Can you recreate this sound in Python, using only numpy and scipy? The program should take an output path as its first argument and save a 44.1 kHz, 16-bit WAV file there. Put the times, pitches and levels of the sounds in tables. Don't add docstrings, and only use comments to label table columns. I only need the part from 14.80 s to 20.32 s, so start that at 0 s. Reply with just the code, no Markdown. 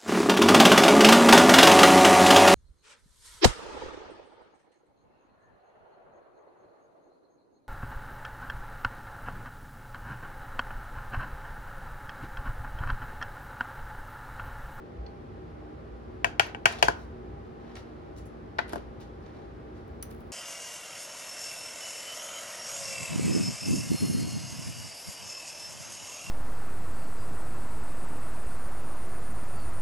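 import sys
import numpy as np
from scipy import signal
from scipy.fft import rfft, irfft, next_fast_len
from scipy.io import wavfile
from scipy.ndimage import uniform_filter1d, minimum_filter1d, map_coordinates

SR = 44100
rng = np.random.default_rng(int(sys.argv[2]) if len(sys.argv) > 2 else 0)


def transcribe(signal):
    frames = np.atleast_2d(signal).T
    limited = np.clip(frames, -1, 1)
    pcm = np.round(limited * 32767).astype(np.int16)
    wavfile.write(sys.argv[1], SR, pcm)


N = 243431

# (time [s], level [dB], body boost [dB], low ring [dB], wall flex [dB], contact corner [Hz])
RIM_TAPS = [(1.4447, -9.5, 5, -1, 2.5, 4900), (1.5960, -1, -1, 0.5, -2, 4900),
            (1.7472, -27, 10, -6.5, 4.5, 4900), (1.856, 0, 0, 0, -1, 4900),
            (2.0261, -3.5, 8.5, 0, -2, 4900), (3.7845, -27, 10, -17, 5.5, 2300)]
# (time [s], level [dB], body boost [dB], low ring [dB], thud [dB],
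# contact corner [Hz], crack [dB])
CUP_KNOCKS = [(2.0833, 0.5, -4.5, 5, -27, 1534, -11.5), (3.789, -10.5, 4, -2.5, -48, 2020, -13),
              (3.9322, -17.5, 3.5, 10, -33.5, 1410, -10.5), (3.9574, -18, -1, 3, -30, 1400, -16)]
# (frequency [Hz], gain [dB])
WALL_SPECTRUM = [(60, -10.5), (120, 16), (230, -3), (400, 14.5), (600, 16), (820, 25.5), (1000, 24),
                 (1130, 18.5), (1230, 19), (1500, 29.5), (1750, 26), (1900, 27), (2060, 19), (2400, 27.5),
                 (2850, 26), (3300, 22.5), (3580, -1.5), (6000, -34)]
# (frequency [Hz], width [Hz], gain re wall [dB])
CUP_MODES = [(447, 8, -7), (598, 18, -6), (686, 30, 7), (1021, 20, -10), (1416, 16, -4), (1550, 14, -5),
             (1652, 16, -6), (1862, 60, -9), (2288, 45, 2.5), (2592, 20, -2), (2790, 50, -9)]
# (frequency [Hz], gain [dB])
CRACK_SPECTRUM = [(300, -24.5), (1150, -7), (1600, 5), (3150, 12), (3600, 6.5), (4100, 5), (4650, 10.5),
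                  (5100, 5.5), (6300, 7), (8500, -4.5), (10500, -2.5), (13000, -12.5), (15500, -16)]
# (frequency [Hz], level [dB], T60 [s])
THUD_MODES = [(378, 1.5, 0.018), (587, -11, 0.078)]
# (frequency [Hz], level [dB], T60 [s])
HANDLE_MODES = [(1459, -3, .08), (1873, -6, .1), (2013, 0, .12)]
# (time [s], level [dB], contact corner [Hz], relative ring [dB])
TINE_TICKS = [(0.264, -54.5, 4530, 29.5), (1.666, -46, 15200, -13), (1.923, -30, 10200, -23.5),
              (2.9525, -35, 8700, -30), (2.966, -35, 3500, -14.5), (3.7827, -19, 5200, -28),
              (3.7891, -21, 5000, -19), (3.879, -45, 11000, -18), (3.892, -38.5, 11600, -11),
              (3.9225, -40, 11000, -16), (3.931, -33.5, 12000, -24), (3.9563, -39.5, 11750, -21),
              (3.978, -40, 6000, -17), (4.205, -51.5, 12900, -20.5), (4.461, -46, 7000, -11),
              (5.0786, -59, 16050, -21.5), (5.2259, -36, 18040, 8.5), (5.304, -49, 14900, -21),
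              (5.31, -44, 15000, -17), (5.324, -52, 15000, -14), (5.3455, -54, 15000, -19),
              (5.404, -53, 15000, -24.5)]
# (frequency [Hz], level [dB], T60 [s])
TINE_MODES = [(1570, -27, 0.022), (3360, -22.5, .012), (4370, -13, 0.016), (6060, -5, 0.03),
              (8800, -5.5, .008), (10560, 2, 0.016), (14200, 1.5, 0.0089), (15180, 3.5, 0.013)]
# (frequency [Hz], gain [dB])
CLICK_SPECTRUM = [(300, -12), (1500, 3.5), (4000, -2), (6000, -6), (8500, -8.5), (10700, 1), (12800, -1),
                  (14300, 4), (15600, -1)]
# (start [s], swell [s], level [dB], tilt [dB/octave], grain rate [1/s], tine ring [dB])
FORK_STROKES = [(1.62, 0.033, -51.5, -5.5, 2200, -7), (1.875, 0.044, -46.5, -3.5, 690, 3),
                (2.149, 0.037, -64.5, 2, 1700, -15), (2.78, 0.13, -61, -6.5, 2600, -15),
                (2.956, 0.013, -52, -1.5, 1200, 0), (3.359, 0.016, -61.5, 3.5, 1200, 6.5),
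                (3.453, 0.0046, -58.5, 10.5, 1700, 18), (3.871, 0.037, -53, -4.5, 1200, -15),
                (4.197, 0.019, -60, -0.5, 1700, -17), (4.399, 0.05, -64, -4.5, 2800, -14),
                (4.521, 0.044, -62, -6, 1800, -3), (4.942, 0.027, -69.5, 0.5, 2300, -10.5),
                (5.05, 0.054, -75, 19.5, 220, -3), (5.305, 0.0058, -65, 6, 1700, -1),
                (5.269, 0.066, -63, 20.5, 770, 8)]
# (frequency [Hz], relative level [dB])
GRIT_SPECTRUM = [(60, -36.5), (600, 2), (2000, 2), (5000, 0.5), (8500, -12), (10700, -10), (13000, -29),
                 (15500, -13.5)]
# (frequency [Hz], width [Hz], gain [dB])
SCRAPE_MODES = [(6087, 360, -7), (7450, 600, -2), (10600, 1100, -1.5)]
# (time [s], level [dB], frequency [Hz])
SOFT_BUMPS = [(0.176, -33.5, 59), (4.689, -44, 62), (5.096, -39, 73)]
# (frequency [Hz], level [dB])
MOTOR_LINES = [(59.2, -52.5), (233, -57.5), (306.8, -59.5), (366, -57), (441, -63), (802, -60.5)]
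# (frequency [Hz], relative density [dB])
FAN_SPECTRUM = [(20, -45), (33, -19.5), (48, -5.5), (60, -9), (85, -2), (125, -7.5), (180, -10), (270, -12),
                (380, -8.5), (520, -14), (800, -19), (1200, -22), (1550, -27), (1850, -29.5), (2400, -36),
                (5000, -45.5), (8000, -58), (11000, -58.5), (16000, -74.5)]
# (time [s], level [dB])
DEEP_LEVELS = [(0, -50.5), (2.2, -48.5), (2.85, -57), (3.3, -51), (3.7, -51.5), (5.5, -51.5)]
# (frequency [Hz], left-right correlation [-1..1])
COHERENCE = [(60, 0.98), (150, 0.8), (380, 0.37), (950, -0.56), (2380, 0.34), (5980, 0.1), (15000, 0.054)]
# (frequency [Hz], share of shadow_db [0..1])
SHADOW_SHARE = [(300, 0.05), (700, 0.15), (900, 0.55), (1200, 0.92), (1500, 0.12), (1800, 0.85),
                (2600, 0.73), (3300, 0.75), (4000, 0.15), (8000, 0.02)]
# (frequency [Hz], T60 [s])
NEAR_DECAY = [(300, 0.12), (2000, 0.037), (10000, 0.02)]
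# (frequency [Hz], T60 [s])
ROOM_DECAY = [(200, 0.385), (900, 0.51), (2500, 0.28), (6000, 0.23), (15000, 0.15)]


def amp(db):
    return 10 ** (np.asarray(db) / 20)


def unit(x):
    return x / np.sqrt(np.mean(x ** 2) + 1e-20)


def along(points, hz):
    f, v = np.transpose(points)
    return np.interp(np.log(hz + 1), np.log(f + 1), v)


def filtered(x, response):
    n = x.shape[-1]
    m = next_fast_len(n + SR // 4)
    return irfft(rfft(x, m) * response(np.fft.rfftfreq(m, 1 / SR)), m)[..., :n]


def causal(x, gain, size=4096):
    cepstrum = irfft(np.log(np.maximum(gain(np.fft.rfftfreq(size, 1 / SR)), 1e-6)))
    cepstrum[1:size // 2] *= 2
    cepstrum[size // 2 + 1:] = 0
    return signal.fftconvolve(x, irfft(np.exp(rfft(cepstrum))))[:len(x)]


def wobble(rate_hz):
    knots = rng.standard_normal(int(N * rate_hz / SR) + 4)
    return map_coordinates(knots, [np.arange(N) * rate_hz / SR])


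def add(out, time_s, sound):
    start = round(time_s * SR)
    out[:, start:start + sound.shape[-1]] += sound[..., :N - start]


def ring(modes, t):
    return sum((-1) ** k * amp(db - 60 * t / t60_s) * np.sin(2 * np.pi * hz * t)
               for k, (hz, db, t60_s) in enumerate(modes))


def resonances(modes, hz, damping=lambda mode_hz: 1):
    return sum(amp(db) * 1j * hz * width_hz
               / (mode_hz ** 2 - hz ** 2 + 1j * hz * width_hz * damping(mode_hz))
               for mode_hz, width_hz, db in modes)


def snap(gain, spread_s, slow_hz):
    pulse = causal(signal.unit_impulse(SR // 2), gain)
    lag_cycles = lambda hz: spread_s * slow_hz * (1 - np.exp(-hz / slow_hz))
    return filtered(pulse, lambda hz: np.exp(-2j * np.pi * lag_cycles(hz)))


def echoes(x, decays, rise_s):
    hz, t, noise = signal.stft(rng.standard_normal((2, SR // 2)), SR, nperseg=256)
    tail = signal.istft(noise * amp(-60 * t / along(decays, hz)[:, None]), SR, nperseg=256)[1]
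    tail *= 1 - np.exp(-(np.arange(tail.shape[1]) / SR / rise_s) ** 2)
    tail /= np.linalg.norm(tail, axis=1, keepdims=True)
    return signal.fftconvolve(x[None], tail, axes=1)[:, :len(x)]


def placed(x, shadow_db, near_db, room_db, lag_s=0.0004):
    left, right = x + amp(near_db) * echoes(x, NEAR_DECAY, rise_s=0.00033)
    shadow = lambda hz: amp(-shadow_db * along(SHADOW_SHARE, hz))
    right = filtered(right, lambda hz: shadow(hz) * np.exp(-2j * np.pi * hz * lag_s))
    return np.array([left, right]) + amp(room_db) * echoes(x, ROOM_DECAY, rise_s=0.0044)


def cup_blow(db, corner_hz, body_db, ring_db, crack_db, shadow_db, flex_db=0):
    flex = lambda hz: flex_db * np.exp(-((hz - 1606) / 220) ** 2)
    body = lambda hz: body_db / (1 + (hz / 1050) ** 6)
    contact = lambda hz: amp(flex(hz) + body(hz)) / np.sqrt(1 + (hz / corner_hz) ** 14)
    damping = lambda hz: amp(-ring_db * (hz < 1250))
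    wall = snap(lambda hz: amp(along(WALL_SPECTRUM, hz)) * contact(hz), spread_s=0.001674, slow_hz=1364)
    wall = filtered(wall, lambda hz: 1 + resonances(CUP_MODES, hz, damping))
    crack = snap(lambda hz: amp(crack_db + along(CRACK_SPECTRUM, hz)), spread_s=0.001, slow_hz=5560)
    return amp(db) * (placed(wall, shadow_db, near_db=-6.5, room_db=-20)
                      + placed(crack, shadow_db, near_db=1.5, room_db=-6.5))


def rim_taps():
    out = np.zeros((2, N))
    for time_s, db, body_db, ring_db, flex_db, corner_hz in RIM_TAPS:
        crack_db = -0.5 + 0.56 * db + 0.82 * body_db
        tap = cup_blow(db, corner_hz, body_db, ring_db, crack_db, shadow_db=12, flex_db=flex_db)
        add(out, time_s, tap)
    return out


def cup_knocks(shadow_db=17.5, jolt_s=3.79, jolt_db=-42):
    out, t = np.zeros((2, N)), np.arange(SR // 2) / SR
    for time_s, db, body_db, ring_db, thud_db, corner_hz, crack_db in CUP_KNOCKS:
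        add(out, time_s, cup_blow(db, corner_hz, body_db, ring_db, crack_db, shadow_db))
        add(out, time_s, placed(amp(thud_db) * ring(THUD_MODES, t), shadow_db, near_db=2, room_db=-4))
    add(out, jolt_s, placed(amp(jolt_db) * ring(HANDLE_MODES, t), shadow_db, near_db=3, room_db=-2))
    return out


def tine_ticks(detune=0.016):
    out, t = np.zeros((2, N)), np.arange(SR // 2) / SR
    click = amp(14) * snap(lambda hz: amp(along(CLICK_SPECTRUM, hz)), spread_s=0.005, slow_hz=7850)
    for time_s, db, corner_hz, ring_db in TINE_TICKS:
        pitch_ratios = 1 + detune * (np.linspace(-1, 1, 4) + rng.normal(0, 0.3, size=4))
        tines = np.mean([ring(TINE_MODES, t * ratio) for ratio in pitch_ratios], axis=0)
        contact = lambda hz: 1 / np.sqrt(1 + (hz / corner_hz) ** 22)
        tick = amp(db) * causal(click + amp(ring_db - 6.5) * tines, contact)
        add(out, time_s, placed(tick, shadow_db=1.5, near_db=2, room_db=-5.5, lag_s=0.00003))
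    return out


def fork_strokes(powder_db=-7.5, clump_db=-2):
    out, t = np.zeros(N), np.arange(SR // 2) / SR
    for start_s, swell_s, db, tilt_db_per_oct, rate_hz, ring_db in FORK_STROKES:
        cracks = unit((rng.random(len(t)) < rate_hz / SR) * rng.standard_normal(len(t)))
        powder = amp(powder_db) * rng.standard_normal(len(t))
        clumps = amp(clump_db * np.clip(wobble(120)[:len(t)], -2, 2))
        steel = lambda hz: 1 + amp(ring_db) * resonances(SCRAPE_MODES, hz)
        colour = lambda hz: amp(along(GRIT_SPECTRUM, hz) + tilt_db_per_oct * np.log2((hz + 200) / 5000))
        grit = unit(filtered((cracks + powder) * clumps, lambda hz: steel(hz) * colour(hz)))
        envelope = t / swell_s * np.exp(1 - t / swell_s)
        add(out[None], start_s, amp(db) * grit * envelope)
    return placed(out, shadow_db=8.5, near_db=-1, room_db=-4.5, lag_s=0.00005)


def bumps(swell_s=0.027):
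    out, t = np.zeros((2, N)), np.arange(SR // 4) / SR
    envelope = (t / swell_s) ** 2 * np.exp(2 - 2 * t / swell_s)
    for time_s, db, hz in SOFT_BUMPS:
        add(out, time_s, -amp(db) * envelope * np.sin(2 * np.pi * hz * t))
    return out


def appliance(fan_db=-45, flutter_db=3.1, drift_rad=0.3, deep_hz=75, waver_db=1.2):
    t, sides = np.arange(N) / SR, np.array([[1], [-1]])
    width_rad = lambda hz: np.arccos(np.clip(along(COHERENCE, hz), -1, 1)) / 2
    colour = lambda hz: amp(along(FAN_SPECTRUM, hz)) * [np.cos(width_rad(hz)), np.sin(width_rad(hz))]
    mid, side = filtered(rng.standard_normal((2, N)), colour)
    drone = amp(fan_db) * unit(np.array([mid + side, mid - side]))
    for hz, db in MOTOR_LINES:
        peak = np.sqrt(2) * amp(db + flutter_db * wobble(9.7))
        drone += peak * np.sin(2 * np.pi * hz * t + drift_rad * wobble(8.3) + width_rad(hz) * sides)
    deep = filtered(drone, lambda hz: 1 / (1 + (hz / deep_hz) ** 8))
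    deep_db = np.interp(t, *np.transpose(DEEP_LEVELS)) + waver_db * wobble(2.8)
    return drone - deep + amp(deep_db) * unit(deep)


def scene():
    return rim_taps() + cup_knocks() + tine_ticks() + fork_strokes() + bumps() + appliance()


def record(dry, top_hz=16200):
    needed_gain = 1 / np.maximum(np.abs(dry).max(axis=0), 1)
    gain = uniform_filter1d(minimum_filter1d(needed_gain, size=31), size=15)
    return filtered(dry * gain, lambda hz: 1 / np.sqrt(1 + (hz / top_hz) ** 160))


dry = scene()
out = record(dry)
transcribe(out)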